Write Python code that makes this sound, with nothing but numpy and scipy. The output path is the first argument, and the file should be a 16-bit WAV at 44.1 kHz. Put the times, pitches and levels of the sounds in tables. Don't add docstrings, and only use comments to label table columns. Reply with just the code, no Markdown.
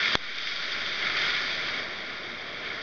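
import sys
import numpy as np
from scipy import signal
from scipy.fft import rfft, irfft
from scipy.io import wavfile
from scipy.ndimage import uniform_filter1d

SR = 44100
rng = np.random.default_rng(int(sys.argv[2]) if len(sys.argv) > 2 else 0)


def store_pcm(level_fs):
    pcm = np.round(np.clip(level_fs, -1, 1) * 32767).astype(np.int16)
    wavfile.write(sys.argv[1], SR, np.atleast_2d(pcm).T)


N = 124362
HIT_S = 0.15405
EDGE_HZ = 6430
FRAME, HOP = 512, 128


def amp(db):
    return 10 ** (np.asarray(db) / 20)


def unit(x):
    return x / np.sqrt(np.mean(x ** 2) + 1e-20)


def fader(points):
    return amp(np.interp(np.arange(N) / SR, *np.transpose(points)))


def colour(x, points):
    hz, db = np.transpose(points)
    bins = np.fft.rfftfreq(2 * N, 1 / SR)
    gain = amp(np.interp(np.log(bins + 1), np.log(hz), db))
    in_band_rms = np.sqrt(np.mean((gain * (bins < EDGE_HZ)) ** 2))
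    return irfft(rfft(x, 2 * N) * gain / in_band_rms)[:N]


def wander(shape, rate_hz, width_bins):
    fast = np.fft.fftfreq(shape[0], HOP / SR)[:, None] / rate_hz
    fine = np.fft.fftfreq(shape[1]) * width_bins
    smoothing = np.exp(-fast ** 2 - fine ** 2)
    return unit(np.fft.ifft2(np.fft.fft2(rng.standard_normal(shape)) * smoothing).real)


def churn(patch_db, patch_hz, flutter_db, rate_hz):
    grains = signal.stft(rng.standard_normal(N), nperseg=FRAME, noverlap=FRAME - HOP)[2].T
    patches = wander(grains.shape, rate_hz, patch_hz * 2 * grains.shape[1] / SR)
    flutter = wander((len(grains), 1), rate_hz, 1)
    grains = grains * amp(patch_db * patches + flutter_db * flutter)
    return unit(signal.istft(grains.T, nperseg=FRAME, noverlap=FRAME - HOP)[1][:N])


def ticks(per_s, spread_db):
    size = amp(spread_db * np.minimum(rng.exponential(1, N), 4))
    return unit(size * rng.choice([-1, 1], N) * (rng.random(N) < per_s / SR))


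def roar():
    # (time [s], level [dB])
    swells = [(0, -42.5), (0.2, -38.5), (0.5, -41), (0.8, -39.7), (0.97, -42.5), (1.05, -40.6), (1.25, -40),
              (1.45, -42), (1.75, -40), (2, -42.5), (2.4, -43), (2.82, -42)]
    # (frequency [Hz], gain [dB])
    tone = [(30, -6), (90, -5.5), (200, 0), (400, 0), (700, -.3), (1000, -1), (2000, -2.5), (5000, -38)]
    tumble = churn(patch_db=0.34, patch_hz=300, flutter_db=0.27, rate_hz=30)
    return fader(swells) * colour(tumble, tone)


def wash():
    # (time [s], level [dB])
    surges = [(0, -29), (.03, -29.5), (.14, -30.5), (.19, -34), (.24, -29), (.48, -32), (.67, -31),
              (.97, -34.5), (1.05, -32.5), (1.13, -34.5), (1.2, -29.5), (1.4, -33.5), (1.6, -35.5),
              (1.78, -35.5), (1.83, -39.5), (2.2, -42), (2.56, -42.5), (2.69, -37.5), (2.82, -40.5)]
    # (frequency [Hz], gain [dB])
    tone = [(200, -31), (800, -20), (1300, -3), (2200, 1), (2800, -9), (4000, -9), (5200, -17.5),
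            (6400, -29.5)]
    foam = churn(patch_db=0.74, patch_hz=900, flutter_db=-0.1, rate_hz=29)
    bubbles = amp(-10) * ticks(per_s=2500, spread_db=4.5)
    return fader(surges) * colour(unit(foam + bubbles), tone)


def spray():
    # (time [s], level [dB])
    showers = [(0, -37), (.13, -32.5), (.19, -35.5), (.3, -33.5), (.47, -29.5), (.62, -32.5), (.8, -35),
               (1, -38), (1.13, -39), (1.23, -35), (1.5, -37.5), (1.62, -39.5), (1.79, -40.5), (1.84, -44),
               (2, -45.5), (2.4, -48.5), (2.82, -47.5)]
    # (frequency [Hz], gain [dB])
    tone = [(500, -14), (1500, -1.5), (2500, -6.5), (3400, 0.5), (4600, -1), (5400, -6.5), (6400, -17)]
    mist = churn(patch_db=1.4, patch_hz=1200, flutter_db=0.35, rate_hz=36)
    patter = amp(-3) * ticks(per_s=1500, spread_db=4.5)
    return fader(showers) * colour(unit(mist + patter), tone)


def slaps():
    # (time [s], level [dB], decay [s])
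    clumps = [(0.028, -28.5, 0.0091), (.076, -25.5, 0.0064), (.384, -22.5, 0.0064), (0.471, -22, 0.014),
              (.747, -25, .005), (.863, -27.5, .006), (1.024, -29, 0.0099), (1.069, -27.5, .009),
              (1.098, -26.5, .006), (1.169, -24, 0.0092), (1.234, -27.5, .006), (1.365, -26, .005),
              (1.682, -31.5, 0.012), (1.776, -35, 0.0074)]
    # (frequency [Hz], gain [dB])
    tone = [(200, -17), (900, -17.5), (1500, 1), (2200, 5), (3400, -7), (4800, -9), (6400, -24)]
    attack_s = 0.00078
    force = np.zeros(N)
    for start, db, decay in clumps:
        age = np.maximum(np.arange(N) / SR - start, 0)
        force += amp(db) * np.minimum(age / attack_s, 1) * np.exp(-age / decay)
    return colour(force * rng.standard_normal(N), tone)


def drop_on_microphone():
    spike_width_s, port_hz, port_decay_s = 0.000085, 3360, 0.0016
    t = np.arange(N) / SR - HIT_S
    age = np.maximum(t, 0)
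    spike = np.exp(-(t / spike_width_s) ** 2)
    ring = -amp(-11) * np.sin(2 * np.pi * port_hz * age) * np.exp(-age / port_decay_s)
    return spike + ring


def through_case(x):
    # (centre [Hz], width [Hz], gain [dB])
    bells = [(380, 79, 2.5), (614, 39, 4.5), (896, 118, -5), (1420, 45, 4.5), (1764, 70, 3.1),
             (2222, 233, 4.5), (2570, 92, -2), (3265, 159, 7.5), (3614, 194, 6), (4136, 180, -2.8),
             (4720, 286, 4)]
    hz = np.fft.rfftfreq(2 * N, 1 / SR)
    db = sum(height * np.exp(-((hz - centre) / width) ** 2) for centre, width, height in bells)
    return irfft(rfft(x, 2 * N) * amp(db))[:N]


def gain_control(x):
    threshold_db, recovery_db_per_s, reaction_s = -12.5, 13.5, 0.0047
    t = np.arange(N) / SR
    over_db = np.maximum(20 * np.log10(abs(x).max(0) + 1e-9) - threshold_db, 0)
    held_db = np.maximum.accumulate(over_db + recovery_db_per_s * t) - recovery_db_per_s * t
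    duck_db = uniform_filter1d(np.interp(t - reaction_s, t, held_db), size=48)
    return x * amp(-duck_db)


def scene():
    mono = through_case(roar() + wash() + spray() + slaps()) + drop_on_microphone()
    return np.array([mono, mono])


def record(dry):
    fade_in_s, sag_decay_s = 0.002, 1.5
    t = np.arange(N) / SR
    sag = -amp(-39) * (t > HIT_S) * np.exp((HIT_S - t) / sag_decay_s)
    ducked = gain_control(dry) * np.minimum(t / fade_in_s, 1)
    high_cut = 1 / np.sqrt(1 + (np.fft.rfftfreq(2 * N, 1 / SR) / EDGE_HZ) ** 64)
    return irfft(rfft(ducked + sag, 2 * N) * high_cut)[:, :N]


dry = scene()
out = record(dry)
store_pcm(out)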